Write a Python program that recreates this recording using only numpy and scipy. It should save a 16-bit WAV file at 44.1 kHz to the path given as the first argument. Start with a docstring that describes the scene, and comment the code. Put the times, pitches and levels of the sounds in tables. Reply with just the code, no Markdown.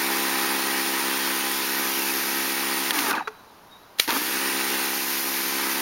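"""An electric pressure washer runs on a concrete yard: a geared motor drives a piston pump, whose periodic
strokes excite the resonances of a plastic housing, and the fan jet hisses as it sweeps over the ground.
The trigger snaps shut, the motor runs down and a valve clunks. The water line whistles faintly in the
pause, then the trigger snaps open and the motor spins up with a growl.
Walls return a weak echo over a faint outdoor background."""
import sys
import numpy as np
from scipy import signal
from scipy.fft import rfft, irfft
from scipy.io import wavfile
from scipy.ndimage import uniform_filter1d

SR = 44100
rng = np.random.default_rng(int(sys.argv[2]) if len(sys.argv) > 2 else 0)


def unload_wav(signal):
    """Save mono or channel-first audio to the path in sys.argv[1] as 16-bit WAV at rate SR, clipped to [-1, 1]."""
    wavfile.write(
        sys.argv[1],
        SR,
        np.round(np.clip(np.atleast_2d(signal).T, -1, 1) * 32767).astype(np.int16),
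    )


N = 256220
TIME = np.arange(N) / SR
MOTOR_OFF_S, JET_SHUT_S, STALL_S, JET_OPEN_S, MOTOR_ON_S = 2.9, 3.112, 3.226, 4.0, 4.076
SHAFT_RATIO = 4.706  # turns of the motor shaft per pump stroke

# Pump speed under load. Each row: time in seconds, strokes per second.
WORKING_SPEED = [(0, 67.22), (1, 67.4), (2.2, 67.5), (2.55, 67.7), (2.75, 67.5), (4.42, 67.75),
                 (4.87, 67.45), (5, 67.8)]
# Pump strokes heard through the housing. Each row: frequency in Hz, relative harmonic level in dB.
HUM_SPECTRUM = [(30, -53), (67, -33), (135, -27), (203, -4), (268, -0.64), (288, 5), (335, -2.5), (405, -2),
                (473, -8.5), (540, -10), (610, -20.5), (900, -7.5), (1100, -12.5), (2400, -20.5),
                (6000, -19)]
# Harmonics coloured by the gears and valves. Each row: multiple of the stroke rate, gain in dB.
GEAR_ORDERS = [(5, 5), (8, 2.5), (11, 3.5), (12, 8), (13, 2), (14, 0), (15, 6.5), (18, 7), (19, 9.5),
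               (20, -5), (21, 0), (22, 10), (23, 9.5), (24, 6.5), (27, 10.5), (28, 12.5), (29, 7), (33, 1),
               (34, 14.5), (35, 1), (39, -6), (40, 5), (41, 2)]
# Very slight easing of the hum near the end. Each row: time in seconds, gain in dB.
HUM_EASING = [(4.75, 0.05), (5.05, 0)]
# Slow swings of the clatter. Each row: time in seconds, gain in dB.
CLATTER_GAIN = [(0, -26.5), (1.2, -28.5), (1.6, -31), (2.4, -31.5), (2.7, -29), (3.03, -32.5), (4.25, -33),
                (4.45, -29), (4.8, -29.5), (5.05, -35), (5.45, -33), (5.7, -29.5)]
# Loose gears shudder as speed changes. Each row: centre in seconds, half length in seconds, gain in dB.
SHUDDERS = [(2.972, 0.034, 5.5), (3.105, 0.054, 4.5), (3.212, 0.022, 4.5), (4.155, 0.025, 2)]
# Shaft tones. Each row: multiple of the shaft rate, relative level in dB under load, the same coasting.
SHAFT_TONES = [(3, -29, -10.5), (4, -24, -11), (6, -9, -8), (7, -12, -22), (8, -13.5, -0.5), (16, -35, 5.5)]
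# Transmission of the shaft tones by the housing. Each row: frequency in Hz, gain in dB.
HOUSING_RESPONSE = [(50, -90), (400, -32), (600, -22), (750, -1.5), (930, 7), (1060, -9), (1200, 1.5),
                    (1350, -21), (1530, 5), (1700, -7), (1850, -7.5), (2080, -18), (2330, -10),
                    (2560, -4.5), (2800, -24), (3200, -28), (6000, -45)]

# Spectra of the noise sources. Each row: frequency in Hz, relative spectral density in dB.
THROB_SPECTRUM = [(30, -40), (130, -25), (190, -14), (250, -1), (320, 5), (420, 4), (520, -1.5), (650, -14),
                  (1500, -48)]  # pump body
VALVE_SPECTRUM = [(100, -49), (500, -14), (640, -9), (800, -2), (950, 4), (1130, -1), (1450, -0.5),
                  (1700, 0.5), (1890, 4), (2080, -3.5), (2680, -1.5), (3000, -12), (4200, -9),
                  (6000, -11.5), (16000, -31)]  # clattering valves
BACKLASH_SPECTRUM = [(100, -40), (450, -18), (620, -0.5), (820, -2), (940, 6), (1060, -1), (1220, 8.5),
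                     (1380, -4), (1600, 3), (2100, -10), (2650, -3), (3200, -21), (6000, -22),
                     (16000, -43.5)]  # loose gears
BOOM_SPECTRUM = [(100, -35), (200, -17), (255, -7), (292, 5.5), (330, -5.5), (430, -10), (800, -45)]  # housing, when the pump runs loose
GROWL_SPECTRUM = [(100, -18), (600, -10), (820, -1), (940, 10.5), (1060, 0), (1250, -3), (1650, 0),
                  (2200, -3), (4500, -8), (5600, -14), (16000, -32)]  # motor straining from rest
SPRAY_SPECTRUM = [(100, -46), (400, -14), (620, -18), (780, -10), (1000, -5.5), (2000, 2), (3000, -0.5),
                  (4500, 0), (6300, -1), (9000, 3), (11000, -1.5), (13500, -1.4), (15800, -2.5)]  # spray on concrete
SNAP_SPECTRUM = [(60, -47), (200, -22), (490, -11.5), (780, -21), (1100, -15.5), (1900, -4), (2550, -6),
                 (4060, -2), (4750, -7), (5400, -10), (7000, -9), (9400, -11), (15500, -19)]  # valves snapping
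YARD_SPECTRUM = [(20, -12), (66, -9.5), (140, -8.5), (190, -6), (500, -6.5), (1000, -1.5), (1600, -10),
                 (2500, -18.5), (4000, -18), (7000, -24), (16000, -45)]  # outdoor background

# Sweep of the lance. Each row: time in seconds, reach (negative towards the machine, positive away).
LANCE_REACH = [(0, -0.084), (.4, -0.09), (.8, -0.68), (1.3, -0.67), (1.8, 1), (2.3, 1.1), (2.7, -0.54),
               (3, 0.056), (4.2, 1.1), (4.5, -0.57), (4.8, -0.23), (4.95, .9), (5.3, 1.6), (5.81, .1)]
# Colour of the jet as it swings away. Each row: frequency in Hz, gain in dB per unit of reach.
SWING_COLOUR = [(700, 1), (1900, -1.5), (2500, 0), (3200, -1.7), (4500, -0.8), (6300, 0.5), (9000, -2),
                (10000, -2), (11200, 1.5), (12400, 3), (13600, -0.5), (15000, -1)]
# Wandering resonance of the jet's impact. Each row: time in seconds, frequency in Hz, height in dB.
IMPACT_RESONANCE = [(0.1, 4100, 1), (.6, 3870, 2), (.8, 2420, 6), (1.0, 3100, 2), (1.22, 3320, 6),
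                    (1.37, 2830, 3), (1.56, 3350, 4), (1.72, 4150, 1), (1.98, 2730, 8), (2.35, 2220, 1.5),
                    (2.75, 3220, 1), (3.1, 2550, 1), (4.38, 2850, 2), (4.78, 2820, 3.5), (5.2, 2305, -1),
                    (5.5, 2360, 3.5), (5.75, 1930, 4)]
# The trigger lever strikes its stop, released and then squeezed. Each row: start in seconds, gain in dB.
TRIGGER_STRIKES = [(2.9083, -21), (3.9983, -21)]
# Modes of the trigger gun. Each row: frequency in Hz, relative level in dB, T60 in seconds.
GUN_MODES = [(1780, -2, 0.023), (2520, -1, 0.014), (2800, 2, .02), (3190, 1, .018), (4020, -9, .016),
             (4500, -1, .016), (11250, 3, 0.014)]
# Gun and valve snaps. Each row: peak time in seconds, level in dB, seconds to rise 10 dB, T60 in seconds.
VALVE_SNAPS = [(2.9078, -13, .0003, 0.0098), (2.991, -18.5, 0.004, .028), (3.007, -26, .001, 0.018),
               (3.094, -32, .001, .02), (3.111, -23, .001, 0.017), (3.130, -27, .001, 0.02),
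               (3.152, -33, .003, 0.18), (3.9866, -27.5, .0006, 0.048), (3.997, -12.5, 0.00082, 0.016),
               (3.9988, -7.5, 0.0007, 0.018), (4.078, -24, .0008, 0.04), (4.096, -21, .0005, .012),
               (4.106, -16.5, .001, 0.02), (4.1236, -18, .0004, .008)]
# Knocks inside the pump. Each row: start in seconds, gain in dB.
PUMP_KNOCKS = [(3.092, -26), (3.11, -18), (3.129, -22), (3.2739, -19.5), (3.2774, -16.5), (4.097, -32),
               (4.105, -28)]
# Modes of the pump body. Each row: frequency in Hz, relative level in dB, T60 in seconds.
PUMP_MODES = [(433, -16, 0.12), (896, -18, 0.071), (1140, -8, 0.04), (1310, -12, 0.025), (1426, 0.5, 0.032),
              (2520, -17, 0.033), (3350, -19, .025), (4000, -23, 0.017)]
# Whistles of the water line. Each row: start in seconds, length in seconds, pitch in Hz,
# glide in Hz per second, level in dB, phase roughness in radians.
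WHISTLES = [(3.21, .025, 3890, 0, -48, .3), (3.244, 0.031, 3890, 303, -48, .3),
            (3.28, 0.15, 3925, 50, -59, .3), (3.465, .06, 3940, 0, -64, .3),
            (3.68, 0.096, 3750, 300, -51.5, .35), (3.76, .14, 3860, 200, -62, 1.6)]


def machine(speed, hum_db=-35, hum_follows=0.57, stutter=0.45, fade_speed=18.7):
    """Forced vibration: motor and pump drive the housing; below working speed, loose parts rattle."""
    strokes = np.cumsum(speed) / SR
    pace = speed / speed.max()
    before_restart = TIME < MOTOR_ON_S
    loose = np.clip((67 - speed) / 10, 0, 1)
    slack = np.clip((66 - speed) / 20, 0, 1)
    coasting = np.clip((67 - speed) / 5, 0, 1) * before_restart
    slow_db, = curves(CLATTER_GAIN)
    swing_db = hum_follows * (slow_db - slow_db.mean())
    hum_gain = amp(hum_db + swing_db - 4 * coasting + curves(HUM_EASING)[0])
    clatter_gain = amp(slow_db + sum(swell(*row) for row in SHUDDERS))

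    harmonics = pump(strokes, speed) * pace ** 0.77
    throb = rattle(strokes, THROB_SPECTRUM, depth=0.075, grain_db=-2)
    throb *= amp(-11 + 10 * slack) * pace ** np.where(before_restart, 0.98, 0.48)
    valves = amp(-3.5) * (1 - 0.5 * loose) * rattle(strokes, VALVE_SPECTRUM, depth=0.1, grain_db=0.5)
    gears = amp(-1.5) * loose * rattle(SHAFT_RATIO * strokes, BACKLASH_SPECTRUM, depth=0.28, grain_db=1.5)
    boom = amp(-33) * coasting * pace ** 0.61 * rattle(strokes, BOOM_SPECTRUM, depth=0.25, grain_db=1.5)
    hum = hum_gain * (harmonics + throb) * (1 + stutter * loose * drift(90))
    parts = hum + clatter_gain * (valves + gears) + boom

    running = np.clip(speed / fade_speed, 0, 1) ** 2
    take_up = np.minimum(abs(TIME - MOTOR_ON_S) / 0.0018, 1)  # softens the onset at the restart
    return take_up * (running * parts + clatter_gain * shaft_whine(strokes, speed, coasting))


def motor_speed(coast_rate=123, brake_rate=296, creep_speed=10.3, kick_speed=20, spin_up_s=0.066):
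    """Inertia: strokes per second fall gently, then hard against the shut valve, and build up again."""
    working, = curves(WORKING_SPEED)
    coasted = coast_rate * (np.clip(TIME, MOTOR_OFF_S, JET_SHUT_S) - MOTOR_OFF_S)
    braked = brake_rate * np.maximum(TIME - JET_SHUT_S, 0)
    shortfall = (working - kick_speed) * np.exp(-np.maximum(TIME - MOTOR_ON_S, 0) / spin_up_s)
    speed = working - np.where(TIME < MOTOR_ON_S, coasted + braked, shortfall)
    return np.maximum(speed, creep_speed * decay(STALL_S, t60=0.15))


def pump(strokes, speed, resonance_hz=298, width_hz=31, uneven_db=-17, flutter_db=2.0):
    """Periodic strokes give a harmonic series; the housing delays low harmonics and scatters high ones."""
    out = np.zeros(N)
    speeds = np.linspace(0, speed.max(), 64)
    gear_db = dict(GEAR_ORDERS)
    for k in range(1, 89):
        level = np.interp(speed, speeds, amp(spectrum_db(HUM_SPECTRUM, k * speeds) + gear_db.get(k, 0)))
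        phase = -np.arctan(2 * (k * speed - resonance_hz) / width_hz)
        if k > 10:  # the high harmonics waver, the low ones hold steady
            phase = 2 * np.pi * rng.random() + 0.2 * drift(12)
            level *= amp(flutter_db * drift(8.3))
        out += level * np.cos(2 * np.pi * k * strokes + phase)
    for k in (3.5, 4.5, 5.5):  # unequal alternate strokes add half orders
        level = amp(uneven_db + spectrum_db(HUM_SPECTRUM, k * speed))
        out += level * np.cos(2 * np.pi * (k * strokes + rng.random()))
    return np.sqrt(2) * amp(-7) * out * (1 + 0.11 * drift(45))


def shaft_whine(strokes, speed, coasting, wander_rad=0.31, rasp_rad=0.36, judder=0.33, fade_speed=32):
    """Shaft orders glide through the housing's resonances; coasting, modulation roughens them."""
    out = np.zeros(N)
    turns = SHAFT_RATIO * strokes
    for order, loaded_db, coasting_db in SHAFT_TONES:
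        phase = 2 * np.pi * order * turns + wander_rad * drift(40) + rasp_rad * coasting * drift(300)
        source_db = loaded_db + (coasting_db - loaded_db) * coasting
        housing_db = spectrum_db(HOUSING_RESPONSE, order * SHAFT_RATIO * speed)
        flutter = 1 + 0.15 * (1 + coasting) * drift(150) / np.sqrt(2)
        out += amp(source_db + housing_db) * flutter * np.cos(phase)
    out *= 1 + judder * coasting * np.cos(2 * np.pi * 2 * turns + drift(60))  # twice a turn
    turning = np.where(TIME < MOTOR_ON_S, decay(STALL_S, t60=0.04), 1)
    return np.sqrt(2) * out * np.minimum(speed / fade_speed, 1) ** 1.37 * turning


def rattle(cycles, spectrum, depth, grain_db):
    """Amplitude modulation: the grainy noise of moving parts swells once in each cycle."""
    gate = 1 + depth * np.cos(2 * np.pi * cycles)
    noise = rng.standard_normal(N) * gate * amp(grain_db * drift(700))
    return patchy(colour(noise, spectrum), depth_db=1.5)


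def starting_growl(speed, level_db=-23.5, rise_s=0.016, t60=0.36):
    """Modulated noise: the motor straining from rest rasps once a turn, fading as it gathers speed."""
    envelope = np.clip((TIME - MOTOR_ON_S) / rise_s, 0, 1) * decay(MOTOR_ON_S + rise_s, t60)
    turns = SHAFT_RATIO * np.cumsum(speed) / SR
    return amp(level_db) * envelope * rattle(turns, GROWL_SPECTRUM, depth=0.5, grain_db=3.0)


def jet(speed, sputter_db=0.87, away_db=0.5, width_octaves=0.069, overtone=0.13):
    """Random impacts of spray on concrete sum to broadband noise, coloured by the swing of the lance."""
    sputter = rng.standard_normal(N) * amp(sputter_db * drift(600))
    hiss = patchy(colour(sputter, SPRAY_SPECTRUM), depth_db=1.7)
    hz, t, frames = signal.stft(hiss, SR, nperseg=512)
    sweep = curves(LANCE_REACH) + curves(IMPACT_RESONANCE)
    reach, centre_hz, peak_db = (np.interp(t, TIME, curve) for curve in sweep)
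    octaves = np.log2((hz[:, None] + 1) / centre_hz)
    peaks = bell(octaves, width_octaves) + overtone * bell(octaves - 1, width_octaves)
    swing_db = (away_db + spectrum_db(SWING_COLOUR, hz))[:, None] * reach
    frames *= amp(swing_db + peak_db * peaks)
    return flow(speed) * signal.istft(frames, SR, nperseg=512)[1][:N]


def flow(speed, jet_db=-25, dribble_db=-31, spurt_db=-23.5, seep_db=-58, opening_db_per_s=1497):
    """Hiss grows with flow: a dribble on shutting, a spurt of stored hose pressure, then the pump."""
    full_jet = amp(jet_db) * decay(JET_SHUT_S, t60=0.035)
    dribble = amp(dribble_db) * decay(JET_SHUT_S, t60=0.19)
    opening_db = -opening_db_per_s * np.maximum(JET_OPEN_S - TIME, 0)
    spurt = amp(spurt_db + opening_db) * decay(JET_OPEN_S, t60=0.33)
    pumped = amp(jet_db) * (TIME > MOTOR_ON_S) * (speed / speed.max()) ** 0.71
    strength = np.maximum(full_jet, dribble) + np.hypot(spurt, pumped)
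    dip_db = swell(2.924, half_length_s=0.0077, db=-11)  # the hiss dips after the first snap
    surge_db = swell(4.165, half_length_s=0.021, db=2.8)  # overshoot as the pump picks up
    return np.hypot(strength * amp(dip_db + surge_db), amp(seep_db))


def trigger():
    """Impact excitation: the lever hits its stop and the plastic gun rings briefly in its modes."""
    out, t = np.zeros(N), np.arange(SR // 10) / SR
    for start_s, db in TRIGGER_STRIKES:
        add(out, start_s, amp(db) * ring(GUN_MODES, t))
    return out


def valve_snaps():
    """Pressure transients: a valve shutting or opening under load gives a sharp broadband crack."""
    envelope = np.zeros(N)
    for peak_s, db, rise_s, t60 in VALVE_SNAPS:
        envelope += amp(db - np.maximum((peak_s - TIME) * 10 / rise_s, (TIME - peak_s) * 60 / t60))
    return envelope * colour(rng.standard_normal(N), SNAP_SPECTRUM)


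def pump_knocks(tick_db=-13, tick_t60=0.046, attack_s=0.00035):
    """Impact excitation: each knock is a short tick of noise and the free vibration of the pump body."""
    out, t = np.zeros(N), np.arange(SR // 4) / SR
    for start_s, db in PUMP_KNOCKS:
        tick = colour(rng.standard_normal(len(t)), VALVE_SPECTRUM) * amp(tick_db - 60 * t / tick_t60)
        attack = 1 - np.exp(-t / attack_s)
        add(out, start_s, amp(db) * (ring(PUMP_MODES, t) + tick) * attack)
    return out


def line_whistle(waver=0.48):
    """Flow-excited tones: water squeezes past a valve seat in thin spurts; the last frays into a fizz."""
    out = np.zeros(N)
    for start_s, length_s, hz, glide, db, rough_rad in WHISTLES:
        age = np.clip(TIME - start_s, 0, length_s)
        phase = 2 * np.pi * np.cumsum(hz + glide * age) / SR + rough_rad * drift(300)
        envelope = np.sqrt(abs(np.sin(np.pi * age / length_s)))
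        out += amp(db) * envelope * np.sin(phase)
    return out * (1 + waver * drift(60))


def walls(x, gain_db=-19, t60=0.7, delay_s=0.025, dull_hz=2200, low_cut_hz=600):
    """Reverberation: reflections from the walls around the yard merge into a weak, dull tail."""
    t = np.arange(SR // 2) / SR
    tail = rng.standard_normal(len(t)) * amp(-60 * t / t60) * (t > delay_s)
    tail = signal.lfilter(*signal.butter(1, dull_hz, fs=SR), tail / np.linalg.norm(tail))
    tail = signal.lfilter(*signal.butter(2, low_cut_hz, "high", fs=SR), tail)
    return amp(gain_db) * signal.oaconvolve(x, tail)[:N]


def yard(level_db=-50.5):
    """Stationary coloured noise forms the faint outdoor background."""
    return amp(level_db) * colour(rng.standard_normal(N), YARD_SPECTRUM)


def ring(modes, t):
    """Free vibration of a struck object is a sum of damped sinusoids."""
    return sum(amp(db - 60 * t / t60) * np.sin(2 * np.pi * (hz * t + rng.random()))
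               for hz, db, t60 in modes)


def patchy(x, depth_db):
    """Random modulation lets narrow bands swell and sink for tens of milliseconds, at rms 1."""
    frames = signal.stft(x, SR, nperseg=1024, noverlap=768)[2]
    patches = uniform_filter1d(rng.standard_normal(frames.shape), size=3, axis=0)
    patches = uniform_filter1d(patches, size=7, axis=1)
    frames *= amp(depth_db * unit(patches))
    return unit(signal.istft(frames, SR, nperseg=1024, noverlap=768)[1][:N])


def colour(x, spectrum):
    """Filtering in the frequency domain imposes a spectrum, at rms 1."""
    hz = np.fft.rfftfreq(len(x), 1 / SR)
    return unit(irfft(rfft(x) * amp(spectrum_db(spectrum, hz)), len(x)))


def spectrum_db(spectrum, hz):
    """Interpolation of a spectrum in dB on a logarithmic frequency axis."""
    known_hz, db = np.transpose(spectrum)
    return np.interp(np.log(hz + 1), np.log(known_hz), db)


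def curves(rows):
    """Linear interpolation of each column of a time table, sample by sample."""
    times, *columns = np.transpose(rows)
    return [np.interp(TIME, times, column) for column in columns]


def drift(rate):
    """Random fluctuation of rms 1, passing through `rate` new values a second."""
    return unit(np.interp(TIME * rate, np.arange(4096), rng.standard_normal(4096)))


def bell(offset, width):
    """Gaussian curve of height 1."""
    return np.exp(-(offset / width) ** 2)


def swell(centre_s, half_length_s, db):
    """Gaussian rise and fall in dB around a moment."""
    return db * bell(TIME - centre_s, half_length_s)


def decay(start_s, t60):
    """Exponential decay: the gain holds at 1 until the start, then loses 60 dB every t60 seconds."""
    return amp(-60 * np.maximum(TIME - start_s, 0) / t60)


def amp(db):
    """Decibels to amplitude ratio."""
    return 10 ** (np.asarray(db) / 20)


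def unit(x):
    """Normalisation to rms 1."""
    return x / np.sqrt(np.mean(x ** 2) + 1e-20)


def add(mix, start_s, sound):
    """Superposition of a sound on the mix from a given time."""
    part = mix[round(start_s * SR):][:len(sound)]
    part += sound[:len(part)]


def scene():
    """Superposition: the washer, its reflections and the background reach both channels alike."""
    speed = motor_speed()
    washer = machine(speed) + starting_growl(speed) + jet(speed)
    washer = washer + trigger() + valve_snaps() + pump_knocks() + line_whistle()
    mono = washer + walls(washer) + yard()
    return np.array([mono, mono])


def record(dry, notch_hz=7930, notch_q=2.65, edge_hz=15900):
    """Linear filtering cuts a deep notch in the treble and limits the bandwidth."""
    notched = signal.lfilter(*signal.iirnotch(notch_hz, notch_q, SR), dry)
    low_pass = signal.firwin(511, edge_hz, window=("kaiser", 9), fs=SR)
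    return signal.oaconvolve(notched, low_pass[None], "same")


dry = scene()
out = record(dry)
unload_wav(out)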